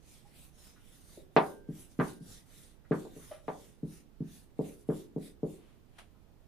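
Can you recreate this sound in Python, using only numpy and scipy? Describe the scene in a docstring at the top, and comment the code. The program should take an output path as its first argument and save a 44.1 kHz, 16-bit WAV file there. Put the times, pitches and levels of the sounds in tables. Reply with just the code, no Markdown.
"""Rolling out dough.

A wooden rolling pin works a round of dough on a floured wooden table in a small room. Each stroke
swishes as the pin turns in the hands; the pin thuds on the table where it runs off the dough, sometimes
with a hard clack. At the end the dough slides off the table and is lifted with a soft flap."""
import sys
import numpy as np
from scipy import signal
from scipy.fft import rfft, irfft
from scipy.io import wavfile
from scipy.ndimage import uniform_filter1d

SR = 44100
rng = np.random.default_rng(int(sys.argv[2]) if len(sys.argv) > 2 else 0)


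def dump(signal):
    """Clip the signal to [-1, 1] and save it as 16-bit WAV at the path in sys.argv[1]."""
    limited = np.clip(np.atleast_2d(signal).T, -1, 1)
    pcm = np.round(limited * 32767).astype(np.int16)
    wavfile.write(sys.argv[1], SR, pcm)


N = 285327
TIME = np.arange(N) / SR


def amp(db):
    """Decibels to gain."""
    return 10 ** (np.asarray(db) / 20)


def unit(x):
    """Scale to rms 1."""
    return x / np.sqrt(np.mean(x ** 2) + 1e-20)


def curve(points, hz):
    """Interpolate a table over log frequency."""
    points_hz, values = np.transpose(points)
    return np.interp(np.log(hz + 1), np.log(points_hz + 1), values)


def add(mix, start_s, sound):
    """Mix a sound in at start_s."""
    part = mix[max(round(start_s * SR), 0):][:len(sound)]
    part += sound[:len(part)]


def butter(x, hz, kind, order):
    """Causal low-pass or high-pass."""
    sos = signal.butter(order, np.clip(hz, 10, SR / 2 - 100), kind, fs=SR, output="sos")
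    return signal.sosfilt(sos, x)


def noise(shape_db, coherence, samples, frame):
    """Stereo noise of rms 1, shaped by shape_db(seconds, Hz) and a left-right coherence table."""
    hop = frame // 4
    t = np.arange(samples // hop + 5)[:, None] * hop / SR
    hz = np.fft.rfftfreq(frame, 1 / SR)
    draws = rng.standard_normal((4, len(t), len(hz)))
    left, independent = draws[::2] + 1j * draws[1::2]
    shared = curve(coherence, hz)
    right = shared * left + np.sqrt(1 - shared ** 2) * independent
    spectra = np.array([left, right]) * amp(shape_db(t, hz))
    _, sound = signal.istft(spectra, nperseg=frame, noverlap=frame - hop, time_axis=1, freq_axis=2)
    return unit(sound[:, :samples])


# Quiet room. Each row: frequency in Hz, relative density in dB.
AMBIENCE_SPECTRUM = [(12, -44), (20, -4.5), (66, -12), (189, -19), (889, -33), (1020, -36), (1310, -37),
                     (2410, -41.5), (2930, -41.5), (8160, -49), (15000, -48)]
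# Each row: frequency in Hz, left-right coherence.
AMBIENCE_COHERENCE = [(30, 0), (90, 0), (200, 0.49), (600, 0.6), (2000, 0), (10000, 0.031)]
# Each row: frequency in Hz, left minus right in dB.
AMBIENCE_BALANCE = [(40, -8.5), (200, -14), (700, -7.5), (2400, -0.5), (4400, -0.5), (14000, 2)]


def ambience(level_db=-59):
    """Steady low rumble and faint hiss."""
    sides = np.array([0.5, -0.5])[:, None, None]

    def shape_db(t, hz):
        return curve(AMBIENCE_SPECTRUM, hz) + sides * curve(AMBIENCE_BALANCE, hz)

    return amp(level_db) * noise(shape_db, AMBIENCE_COHERENCE, N, frame=4096)


# Room decay. Each row: frequency in Hz, T60 in seconds.
ROOM_T60 = [(100, 0.17), (300, 0.7), (600, .28), (1500, 0.23), (4000, 0.13), (12000, 0.39)]
# Each row: frequency in Hz, left-right coherence.
ROOM_COHERENCE = [(100, 1), (300, 0.3), (600, 0.15), (1100, 0.95), (2200, 0), (4000, 0.9), (12000, 0.51)]


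def room_tail(spectrum, rise_s):
    """Diffuse decay with energy 1 per channel on average."""
    def shape_db(t, hz):
        return curve(spectrum, hz) - 60 * t / curve(ROOM_T60, hz)

    onset = 1 - np.exp(-TIME[:SR] / rise_s)
    return unit(onset * noise(shape_db, ROOM_COHERENCE, SR, frame=256)) / np.sqrt(SR)


def scuff(centre_hz, width_oct, decay_s, rise_s=0.0016, samples=8192):
    """Brief friction: a decaying burst of band noise."""
    t = TIME[:samples]
    offset_oct = np.log2((np.fft.rfftfreq(samples, 1 / SR) + 1) / centre_hz)
    band = np.exp(-0.5 * (offset_oct / width_oct) ** 2)
    hiss = unit(irfft(rfft(rng.standard_normal(samples)) * band))
    return hiss * np.minimum(t / rise_s, 1) * np.exp(-t / decay_s)


# Finger contacts. Each row: start in seconds, level in dB, band centre in Hz.
TOUCHES = [(0.762, -62, 1450), (1.174, -44.5, 408), (2.848, -67, 1620), (6.146, -70, 1000)]


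def touches():
    """Fingers brush the pin or the table."""
    mix = np.zeros(N)
    for start_s, db, hz in TOUCHES:
        add(mix, start_s, amp(db) * scuff(hz, width_oct=0.36, decay_s=0.014))
    return mix


# Grip squeaks. Each row: start in seconds, level in dB, pitch in Hz.
SQUEAKS = [(.248, -59.5, 817), (3.31, -36.5, 622)]


def squeaks(tone_s=0.02, jitter=0.074, overtone_db=-24, rasp_db=-23):
    """The pin sticks and slips in the grip: an unsteady tone with a rasp."""
    mix, t = np.zeros(N), TIME[:8192]
    envelope = np.sin(np.pi * np.minimum(t / tone_s, 1))
    for start_s, db, hz in SQUEAKS:
        wobble = unit(uniform_filter1d(rng.standard_normal(len(t)), size=70))
        phase = 2 * np.pi * np.cumsum(hz * (1 + jitter * wobble)) / SR
        tone = np.sin(phase) + amp(overtone_db) * (np.sin(2 * phase) + 0.5 * np.sin(3 * phase))
        rasp = amp(rasp_db) * scuff(centre_hz=1290, width_oct=0.96, decay_s=0.039)
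        add(mix, start_s, amp(db) * (tone * envelope + rasp))
    return mix


def handling(reverb_db=-1):
    """Touches and squeaks with their room reverberation."""
    direct = touches() + squeaks()
    room = room_tail([(200, 3.8), (4000, 22.0), (15000, 1.5)], rise_s=0.0016)
    return direct + amp(reverb_db) * signal.fftconvolve(direct[None], room, axes=1)[:, :N]


# Dough rustle. Each row: frequency in Hz, relative density in dB.
DOUGH_SPECTRUM = [(200, -11), (700, 8), (1500, 3), (3400, 2.5), (4600, -7), (7500, -10.5), (10500, -5),
                  (15000, -29)]
# Friction noise of dough and pin. Each row: frequency in Hz, left-right coherence.
FRICTION_COHERENCE = [(200, 0.69), (1000, 0.16), (3000, 0.29), (12000, 0.07)]


def dough(slide_at_s=5.66, slide_s=0.12, swing_s=0.04, flap_at_s=5.983, rise_s=0.0045, decay_s=0.026):
    """Floury dough slides off the wood, swings and flaps once against the hand."""
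    slide = amp(-70) * np.exp(-((TIME - slide_at_s) / slide_s) ** 2)
    swing = amp(-66) * np.exp(-abs(TIME - flap_at_s) / swing_s)
    since_s = np.maximum(TIME - flap_at_s, 0)
    flap = amp(-50) * np.minimum(since_s / rise_s, 1) * np.exp(-since_s / decay_s)
    rustle = noise(lambda t, hz: curve(DOUGH_SPECTRUM, hz), FRICTION_COHERENCE, N, frame=512)
    return (slide + swing + flap) * rustle


# The pin turns or shifts in the grip. Each row: time of top speed in seconds, length in seconds,
# relative level in dB, mid-treble boost in dB.
STROKES = [(0.133, 0.23, -63.0, 2.5), (0.287, 0.12, -72, 3), (0.404, 0.24, -60.5, -4),
           (0.66, 0.26, -62.5, 1.5), (0.945, 0.43, -65, -1.5), (1.14, 0.24, -61.5, -1.5),
           (1.469, 0.24, -58, -5.5), (1.8, 0.19, -58, -3.5), (1.92, 0.1, -69, 3.5),
           (2.081, 0.2, -55.5, -0.5), (2.329, 0.23, -58.5, 2.0), (2.598, 0.31, -60, -2),
           (3.005, 0.21, -61.5, 0), (3.245, 0.34, -59, -2.0), (3.608, 0.33, -64.5, 2.5),
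           (3.944, 0.2, -62.5, 2), (4.351, 0.22, -61, -2), (4.688, 0.21, -59, -4), (4.806, 0.09, -71, 3.5),
           (4.976, 0.2, -59, -3), (5.258, 0.16, -60, -3.0), (5.527, 0.18, -62, -3.0)]
# Floury wood on skin. Each row: frequency in Hz, relative density in dB.
RUB_SPECTRUM = [(150, 8), (500, -2), (900, -8), (1900, -4.5), (2700, -5.5), (3200, -4.5), (3600, -0.5),
                (4400, -5), (6000, -3), (7500, -5), (10200, 0.5), (11600, -7), (14000, -6.5), (15400, -20)]


def rubbing(gain_db=3, right_db=0.26, ripple_db=3.0, flutter_db=0.82, grip_hz=5500, grip_oct=0.44):
    """Floury wood slides on skin: a fine hiss that swells and brightens with each stroke's speed."""
    peak_s, length_s, level_db, boost_db = np.transpose(STROKES)

    def stroke_power(t):
        return amp(level_db) ** 2 * np.exp(-((t - peak_s) / (0.25 * length_s)) ** 2) + 1e-12

    def shape_db(t, hz):
        power = stroke_power(t)
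        total = power.sum(1, keepdims=True)
        swell_db = 10 * np.log10(total)
        offset_oct = np.log2(np.maximum(hz, 1500) / grip_hz)
        # Each stroke grips differently, which shifts the weight of the hiss.
        grip_band = np.exp(-0.5 * (offset_oct / grip_oct) ** 2)
        grip_db = (power * boost_db).sum(1, keepdims=True) / total * grip_band
        tilt_db = 0.068 * (swell_db + 63) * (offset_oct - 1)  # flat at a swell of -63 dB
        # Random level ripple of the hiss over time and frequency.
        ripple = uniform_filter1d(rng.standard_normal((len(t), len(hz))), size=36, axis=0)
        ripple = unit(uniform_filter1d(ripple, size=7, axis=1))
        flutter = unit(uniform_filter1d(rng.standard_normal(t.shape), size=4, axis=0))
        random_db = ripple_db * ripple + flutter_db * flutter
        return curve(RUB_SPECTRUM, hz) + swell_db + grip_db + tilt_db + random_db

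    rms = np.sqrt(stroke_power(TIME[::256, None]).sum(1).mean())
    hiss = noise(shape_db, FRICTION_COHERENCE, N, frame=512)
    return amp(gain_db) * rms * hiss * amp([[0], [right_db]])


# Modes of table and pin. Each row: frequency in Hz, relative level in dB, T60 in seconds.
WOOD_MODES = [(150.25, -1.5, 0.26), (167.4, 0.1, 0.29), (206.8, -6, 0.36), (228, -14, 0.29),
              (254.7, 4, 0.1), (274.6, -5, 0.3), (304.5, -7, 0.37), (333.7, -5, 0.27), (377, -7.5, 0.35),
              (409.5, -11, 0.5), (434, 5, 0.16), (488.5, -13.5, 0.31), (520, -16, 0.34), (580, -6, 0.35),
              (655, -9.5, 0.23), (650, -3.5, 0.29), (733, -8, 0.18), (773, -1.5, 0.28), (878, -13, 0.2),
              (904, -6, 0.35), (1004, 0, 0.19), (1060, -8.5, 0.32), (1177, 2.5, 0.22), (1460, -11, 0.45),
              (1560, -16.5, 0.14), (1575, -20.5, 1.0), (1967, -5.5, 0.19)]
# The thump and its first reflections. 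Each row: delay in seconds, relative gain.
THUMP_ARRIVALS = [(0, 0.44), (.00437, .78), (.00682, 1), (0.0132, .87), (0.0185, .96)]
# Dense higher modes and room. Each row: frequency in Hz, relative density in dB.
CLATTER_SPECTRUM = [(100, -31), (200, -7.5), (450, -6.5), (800, 1.5), (1400, -2), (2200, -3), (3000, -7),
                    (3800, 1), (5500, -7), (9000, -13), (15000, -21.5)]


def table_response(ring_db=-33, thump_db=8, crack_db=-3, clatter_db=7, scatter_hz=750):
    """Stereo impulse response of the table: ringing modes, thump, crack and clatter."""
    t, impulse = TIME[:SR], signal.unit_impulse(SR)
    hz, db, t60_s = np.transpose(WOOD_MODES)[:, :, None]
    envelopes = amp(ring_db + db - 60 * t / t60_s)
    # Low modes reach both sides in phase; high ones arrive scattered.
    skew_rad = np.minimum((hz / scatter_hz) ** 2, np.pi / 4) * rng.choice([-1, 1], hz.shape)
    phase = 2 * np.pi * hz * t
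    ring = np.array([(envelopes * np.cos(phase + side * skew_rad)).sum(0) for side in (-1, 1)])
    thump = np.zeros(SR)
    for delay_s, gain in THUMP_ARRIVALS:
        add(thump, delay_s, gain * amp(thump_db) * butter(impulse, 700, "low", order=1))
    boom = butter(ring + thump, 138, "high", order=5)  # little radiates below the lowest mode
    late_right = signal.unit_impulse(SR, idx=5)
    crack = butter(np.array([impulse, late_right]), 1500, "high", order=1)
    clatter = room_tail(CLATTER_SPECTRUM, rise_s=0.002)
    return boom + amp(crack_db) * crack + amp(clatter_db) * clatter


# Pin meets table. Each row: start in seconds, relative strength in dB, hardness as a cutoff in Hz
# (low on dough, high on bare wood).
KNOCKS = [(1.3645, 9.5, 950), (1.3648, 3.5, 2590), (1.6879, -5, 293), (1.9896, 4.5, 316),
          (1.991, -18, 2030), (1.9995, -2.5, 1684), (2.0065, -2, 480), (2.207, -13, 240),
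          (2.9101, 4.5, 435), (2.919, -9.5, 1710), (3.051, -20, 690), (3.164, -19, 460),
          (3.4808, -17.5, 2260), (3.482, -6, 864), (3.8305, -3, 290), (4.2045, -2, 265), (4.591, 0, 481),
          (4.8889, 2.5, 433), (4.899, -20, 1334), (5.162, -3, 408), (5.4311, -1, 444)]


def knocks(grit_db=-45, tick_db=-16, tick_decay_s=0.0015, variants=3):
    """Each contact is a force pulse, rounded by the cushioning dough; hard ones add a sharp tick."""
    forces, ticks = np.zeros((variants, N)), np.zeros((2, N))
    impulse = signal.unit_impulse(4096)
    grit = amp(grit_db) * butter(impulse, 1500, "low", order=2)
    tick_fade = np.exp(-TIME[:len(impulse)] / tick_decay_s)
    for k, (start_s, db, hardness_hz) in enumerate(KNOCKS):
        push = butter(impulse, hardness_hz, "low", order=4) + grit
        bass_cut_hz = 100 * (hardness_hz / 440) ** 1.84  # harder contacts excite less bass
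        add(forces[k % variants], start_s, -amp(db) * butter(push, bass_cut_hz, "high", order=1))
        for channel in ticks:
            tick = butter(rng.standard_normal(len(impulse)) * tick_fade, hardness_hz, "low", order=2)
            tick = butter(tick, 5400, "high", order=2)
            tick = butter(tick, 6000, "low", order=3)
            add(channel, start_s, amp(db + tick_db) * tick)
    # The clatter varies a little from contact to contact.
    thuds = sum(signal.fftconvolve(force[None], table_response(), axes=1)[:, :N] for force in forces)
    return thuds + ticks


def scene():
    """Knocks, strokes, handling and the lifted dough over the quiet room."""
    return knocks() + rubbing() + handling() + dough() + ambience()


def record(dry):
    """Steep low-pass at 15450 Hz."""
    lowpass = signal.firwin(511, 15450, window=("kaiser", 9), fs=SR)
    return signal.oaconvolve(dry, lowpass[None], "same")


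dry = scene()
out = record(dry)
dump(out)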